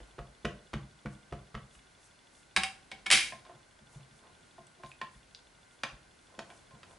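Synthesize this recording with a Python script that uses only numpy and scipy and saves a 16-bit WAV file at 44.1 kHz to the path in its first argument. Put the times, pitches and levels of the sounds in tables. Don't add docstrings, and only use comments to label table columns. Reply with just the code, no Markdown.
import sys
import numpy as np
from scipy import signal
from scipy.io import wavfile

SR = 44100
rng = np.random.default_rng(int(sys.argv[2]) if len(sys.argv) > 2 else 0)


def pcm_store(signal):
    levels = np.round(np.clip(np.atleast_2d(signal), -1, 1) * 32767)
    wavfile.write(sys.argv[1], SR, levels.astype(np.int16).T)


def nominal_scale(level):
    x = np.asarray(level, float) / 20
    return 10 ** x


N = 308126


def rms_one(x):
    return x / np.sqrt(np.mean(x ** 2) + 1e-20)


def filtered(x, order, hz, kind="low"):
    return signal.sosfilt(signal.butter(order, hz, kind, fs=SR, output="sos"), x)


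def small(x, hz):
    return filtered(x, 3, hz, "high")


def at_hz(points, hz):
    table_hz, value = np.array(points)[:, :2].T
    return np.interp(np.log(hz), np.log(table_hz), value)


def drift(rate):
    knots = rng.standard_normal(int(N / SR * rate) + 2)
    return np.interp(np.linspace(0, len(knots) - 1, N), np.arange(len(knots)), knots)


def swells(rows, rise_db_per_s, fall_db_per_s):
    t = np.arange(0, N, 16) / SR
    gain = 0
    for s, db, hold_s in rows:
        rise_db = rise_db_per_s * np.maximum(s - t, 0)
        fall_db = fall_db_per_s * np.maximum(t - s - hold_s, 0)
        gain = gain + nominal_scale(db - rise_db - fall_db)
    return np.interp(np.arange(N) / SR, t, gain)


def grains(per_s, spread_db):
    sizes = nominal_scale(spread_db * np.minimum(rng.exponential(1, N), 4)) * rng.choice([-1, 1], N)
    return rms_one(sizes * (rng.random(N) < per_s / SR))


def ring(clicks, hz, t60):
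    r, w = nominal_scale(-60 / (t60 * SR)), 2 * np.pi * hz / SR
    return signal.lfilter([0, np.sin(w)], [1, -2 * r * np.cos(w), r * r], clicks + 1e-18)


def crack(spectrum, db):
    modes = []
    for hz in np.geomspace(450, 10300, 20):
        modes.append((hz, db + at_hz(spectrum, hz) + 20 * np.log10(hz / 2000), 12 / hz))
    return modes


def strike(blows, modes, trim_db, spread_s, buzz_db, buzz_s, rub=0):
    s, db, low_db, high_db = np.transpose(blows)
    first, last = int(s.min() * SR), min(int(s.max() * SR) + SR // 2, N)
    rub = (rub + np.zeros(N))[first:last]
    log_hz = np.log(np.array(modes)[:, 0])
    place = np.interp(log_hz, [log_hz.min(), log_hz.max()], [-1, 1])
    chance, out = rng.random((len(s), 3, len(modes))), np.zeros(N)
    noise = nominal_scale(buzz_db) * rng.standard_normal((3, last - first))
    fade = nominal_scale(-60 / (buzz_s * SR))
    for k, (hz, mode_db, t60) in enumerate(modes):
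        colour_db = low_db * max(-place[k], 0) + high_db * max(place[k], 0)
        if hz * t60 < 13:
            delay, sign = 0, (-1) ** k
        else:
            delay, sign = spread_s * chance[:, 0, k], np.sign(chance[:, 2, k] - .5)
        clicks = np.zeros(last - first)
        at = ((s + delay) * SR).astype(int) - first
        clicks[at] = sign * nominal_scale(db + colour_db + trim_db + 3.3 * (chance[:, 1, k] - 1.0))
        buzz = noise[k % 3] * signal.lfilter([1], [1, -fade], np.abs(clicks) + 1e-18)
        out[first:last] += nominal_scale(mode_db) * ring(clicks + buzz + rub, hz, t60)
    return out


# (f/Hz, level/dB per Hz)
FLOOR = [(25, 1), (125, -3), (509, -7), (893, -6.5), (1180, -14.5), (1570, -10.5), (1690, -11.5),
         (3120, -15.5), (3460, -9), (3730, -15), (9860, -21.5)]
# (f/Hz, likeness 0-1)
LIKENESS = [(60, 0.93), (130, 1), (270, 0.38), (570, 0.067), (1200, 0.3), (2600, 0.8), (5500, 0.59),
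            (11000, 0.89)]
# (f/Hz, width/Hz, level/dB)
FAN = [(1423, 11, -74), (1542, 30, -74), (2090, 58, -77)]
# (t/s, level/dB above the room's rumble)
RUMBLE = [
    (0.0, 15),
    (1.5, -19),
    (2.98, 0),
    (3.299, 11.5),
    (4.45, 2),
    (6.62, 3.5),
    (6.95, 4),
]


def air():
    stir = swells([(s, db, 0) for s, db in RUMBLE], rise_db_per_s=39, fall_db_per_s=99.5)
    rumble_db = 20 * np.log10(nominal_scale(-1.0) + stir)
    out, edges = 0, 25 * 2 ** np.arange(0, 9.5, .5)
    white = rng.standard_normal((2, 2, N))
    for k, (low, high) in enumerate(zip(edges, edges[1:])):
        mid, side = filtered(white[k % 2], 2, [low, high], "band")
        hz = np.sqrt(low * high)
        alike = np.clip(at_hz(LIKENESS, hz), 0, 1)
        stirred_db = rumble_db * at_hz([(300, 0.38), (900, 0.16)], hz)
        gain = nominal_scale(at_hz(FLOOR, min(hz, 9800)) + stirred_db + 0.51 * drift(11.0))
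        out = out + gain * (np.sqrt(1 + alike) * mid + np.sqrt(1 - alike) * side * [[1], [-1]])
    out = nominal_scale(-63.5 + 2.0) * rms_one(out)
    for hz, width_hz, db in FAN:
        t60 = np.log(1000) / (np.pi * width_hz)
        out = out + nominal_scale(db) * rms_one(ring(rng.standard_normal((2, N)), hz, t60))
    return out


# (f/Hz, t60/s)
ROOM_T60 = [(200, 0.44), (1200, 0.35), (4000, 0.29), (11000, 0.35)]


def room(x, width):
    t = np.arange(SR * 3 // 4) / SR
    echoes, edges = 0, [40, 400, 900, 2000, 5000, 14000]
    for low, high in zip(edges, edges[1:]):
        band = filtered(rng.standard_normal((2, len(t))), 2, [low, high], "band")
        echoes = echoes + band * nominal_scale(-60 * t / at_hz(ROOM_T60, np.sqrt(low * high)))
    mid, side = echoes * np.clip((t - .004) / 0.0028, 0, 1)
    side = filtered(side, 2, 450, "high")
    side = side + 0.36 * small(side, 1200)
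    return signal.fftconvolve(x[None], np.array([mid + width * side, mid - width * side]), axes=1)[:, :N]


def camera():
    first_s, period_s = .0305, .08
    at = (np.arange(first_s, N / SR, period_s) * SR).astype(int)
    steps = np.zeros(N)
    steps[at] = nominal_scale(-57.5 + 0.85 * rng.standard_normal(len(at)))
    return ring(steps, 3450, 0.029) + .5 * ring(steps, 2900, 0.031) + 0.42 * ring(steps, 4200, .01)


# (loudest at t/s, level/dB, hold/s)
SLEEVE = [(1.132, -68.5, 0.0046), (1.748, -66, 0.012), (2.05, -65.5, 0.014), (2.356, -68.5, 0.057),
          (3.93, -68, .04), (4.166, -72, .02), (4.456, -81, 0.009), (4.87, -68.5, 0.045),
          (5.13, -72, 0.045), (5.73, -72, .01), (6.23, -76, 0.024), (6.5, -70.5, 0.092), (6.9, -70, 0.03)]


def sleeve():
    shared, left, right = [grains(9000, spread_db=3) for _ in range(3)]
    bright = filtered([shared + .5 * left, shared + .5 * right], 2, [5500, 11000], "band")
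    return nominal_scale(2.0) * swells(SLEEVE, rise_db_per_s=250, fall_db_per_s=300) * rms_one(bright)


# (t/s, peak level/dB, low-mode extra/dB, high-mode extra/dB)
THUMPS = [(0.002, -54, 25, 19), (0.186, -34.5, 9, -6), (0.446, -26, 1, 7), (0.735, -22.5, 1, 1.5),
          (1.052, -28, -1, 7), (1.319, -31, 6.5, 0), (1.542, -28.5, 4, -8), (1.758, -53, 16, -14),
          (2.562, -39.5, -5, 2), (2.928, -48.5, -39, 9.5), (3.134, -36.5, 5, 19), (3.33, -44, -12, -6),
          (3.54, -45.5, -19, -8), (3.807, -43, -6, -22), (3.954, -32.5, -9, -48), (4.111, -51, 5, -15),
          (4.588, -46.5, -6, -5), (4.837, -40.5, -5, -13), (5.018, -42, -13, -5), (5.151, -50, 15.5, -12),
          (5.832, -42.5, -6, 9), (5.921, -46, 12, -2), (6.381, -41.5, -16, 14.5), (6.735, -42.5, -8, -5),
          (6.901, -50, -11, 4)]
# (f/Hz, level/dB, t60/s)
DESK = [(47.2, -3, 0.23), (63, -2, 0.12), (128.7, -2.5, 0.14), (148, -1.5, 0.2), (200, -3, .18),
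        (224.4, -3, 0.1), (324, -2, 0.043), (346, -6.5, 0.033), (496, -5.5, 0.03)]


def desk():
    return filtered(strike(THUMPS, DESK, -8.5, 0.00613, buzz_db=-40, buzz_s=0.14), 2, 600)


# (t/s, peak level/dB, f/Hz)
TICKS = [
    (1.793, -44.5, 2200),
    (4.668, -42, 7820),
    (4.8475, -41, 3800),
    (4.8618, -38, 2930),
    (4.916, -35.5, 2520),
    (5.348, -29, 3880),
    (5.899, -32, 2570),
    (6.576, -49, 5180),
]


def ticks():
    out = 0
    for s, db, hz in TICKS:
        modes = [(hz * .75, -8, .003), (hz, -5, .009), (hz * 1.2, -6, .003), (hz * 1.5, -8, .002)]
        out = out + strike([(s, db, 0, 0)], modes, -2.3, 0.0003, buzz_db=-19.5, buzz_s=0.023)
    return small(out, 1800)


# (t/s, peak level/dB, low-mode extra/dB, high-mode extra/dB)
PRESSES = [(3.322, -32.5, 0, -34), (3.451, -49.5, 10, 6), (3.464, -52, 11, -9), (3.493, -51, 22.5, -16),
           (3.788, -58, 12, -6), (4.006, -51, -9, -6), (4.58, -56, 34.5, -23), (4.797, -63.5, 33.5, -10),
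           (4.834, -36, 5.5, -34), (5.014, -25.5, -3, -14), (5.834, -17, -27.5, -6), (6.39, -35.5, 10, 17),
           (6.502, -43.5, -19, -4), (6.708, -54.5, 14, 6), (6.831, -39.5, -30, -2)]
# (f/Hz, level/dB, t60/s)
PLATE = [(360, -18, 0.13), (665, -4.5, 0.093), (722.6, -5, 0.11), (885, -5, 0.034), (1047, -1, 0.1),
         (1170, -21, 0.057), (1550, 2, 0.014), (1830, 3.5, 0.016), (2380, 1, 0.013), (3170, 0, .008),
         (4010, -4, .008), (4870, -9.5, 0.0083)]
# (f/Hz, level/dB per Hz)
PLATE_CRACK = [(450, -50), (1040, 3.5), (1400, 4), (2100, -10), (2640, 5.5), (4800, -8.5), (10300, -45)]
# (loudest at t/s, level/dB, hold/s)
CREAKS = [
    (3.51, -58, .02),
    (3.96, -58.5, .005),
    (4.25, -59.5, 0.014),
    (6.33, -59.5, 0.013),
    (6.502, -58, 0.026),
    (6.73, -63, 0.04),
    (6.91, -57.5, 0.013),
]


def plate():
    slips = nominal_scale(-30.5) * swells(CREAKS, rise_db_per_s=250, fall_db_per_s=300) * grains(700, spread_db=2.5)
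    slips = filtered(slips, 2, 1200)
    modes = PLATE + crack(PLATE_CRACK, 2.9)
    return strike(PRESSES, modes, -11, 0.0012, buzz_db=-20.5, buzz_s=0.037, rub=slips)


# (f/Hz, level/dB, t60/s)
DESK_HUM = [(72, -2, 0.17), (196, -0.5, 0.28), (246, -8, 0.087), (357, 3.5, .06)]
# (t/s, peak level/dB, low-mode extra/dB, high-mode extra/dB)
CLATTER = [
    (2.563, -0.5, -37, -7),
    (2.572, -11, 10, -5),
    (2.634, -10, 3.5, 2),
    (2.915, -18.5, 9.5, -17.5),
    (3.064, -16, -3.5, -4),
    (3.1025, -5.5, -20, 0.5),
    (3.113, -9.5, -21.5, 13),
    (3.123, -9.5, 6.5, 11),
    (3.0597, -16.5, -7, -19.5),
]


def cap_on_desk():
    hits = [(s, db, 0, 0) for s, db, low_db, high_db in CLATTER]
    return filtered(strike(hits, DESK_HUM, -44.5, 0.0092, buzz_db=-24.5, buzz_s=0.18), 2, 500)


# (f/Hz, level/dB, t60/s)
CAP = [(770.3, -15.5, 0.15), (1035, -21.5, .08), (1733, -17, .04), (1867, -22, 0.017), (3800, -16, 0.023),
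       (2210, -11, 0.052), (2380, -12, 0.027), (2400, -16, 0.035), (2680, -27.5, .03), (3000, -28, 0.027),
       (3204, -9.5, .022), (4830, -10, 0.01), (5290, -16.5, .015)]
# (f/Hz, level/dB per Hz)
CAP_CRACK = [(450, -24), (754, -17.5), (1250, -28), (2000, -1.5), (2700, 5), (4170, -5), (5130, -2.5),
             (6760, -16.5), (8200, -2), (10800, -24.5), (14000, -43)]


def cap():
    rocking = [(3.112, -23, 0.027)]    # (t/s, level/dB, hold/s), sudden start
    rattle = swells(rocking, rise_db_per_s=np.float64(SR), fall_db_per_s=200.5)
    rattle = small(nominal_scale(-19.5) * rattle * grains(3000, spread_db=0.5), 2000)
    modes = CAP + crack(CAP_CRACK, -2.3)
    return strike(CLATTER, modes, -12, .0008, buzz_db=-21.5, buzz_s=0.045, rub=rattle)


# (t/s, peak level/dB, low-mode extra/dB, high-mode extra/dB)
DABS = [(0.002, -43.5, 4, -1), (0.182, -42, 16, -15), (0.188, -36, 3, -30), (0.448, -29, 11, 12),
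        (0.451, -25, 3, 13), (0.732, -33.5, 5, 9), (0.737, -28, -2, 5), (1.058, -27, -4, -50),
        (1.129, -54, 9, -3), (1.324, -37.5, 12, 17), (1.333, -42, 3, 10), (1.543, -39, 1, -3),
        (1.55, -31, 0, -5), (1.575, -49.5, 15, -9), (1.75, -46, -16, 8)]
# (f/Hz, level/dB, t60/s)
PAD = [(597, -8.5, 0.066), (690, -4.5, 0.065), (1005, -5.5, 0.012), (1236, 2, 0.017), (1550, -3, 0.023),
       (2004, -4, 0.018), (2930, -9, 0.029)]
# (f/Hz, level/dB per Hz)
PAD_CRACK = [(400, 12.5), (704, -5), (947, -6), (1240, 5.5), (1400, 2), (2980, -2), (10300, -47)]


def pad():
    return strike(DABS, PAD + crack(PAD_CRACK, 4.7), -10.0, .004, buzz_db=-23.5, buzz_s=0.041)


def scene():
    near = small(pad(), 200) + small(cap(), 790) + small(plate(), 317) + ticks()
    low = desk()
    highs = filtered(near, 2, 2200, "high")
    lean = .15 * highs - 0.056 * near
    direct = near + lean * [[1], [-1]] + low
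    wet = nominal_scale(-35.5) * near + nominal_scale(-34.5) * low
    return direct + room(wet, width=0.4) + camera() + sleeve() + air() + cap_on_desk()


def band_limit(x):
    return signal.sosfilt(signal.butter(12, 12190, fs=SR, output="sos"), x)


def record(dry):
    x = filtered(dry, 2, 38, "high")
    x = signal.sosfilt(signal.cheby1(14, .5, 11000, fs=SR, output="sos"), x)
    return band_limit(x)


dry = scene()
out = record(dry)
pcm_store(out)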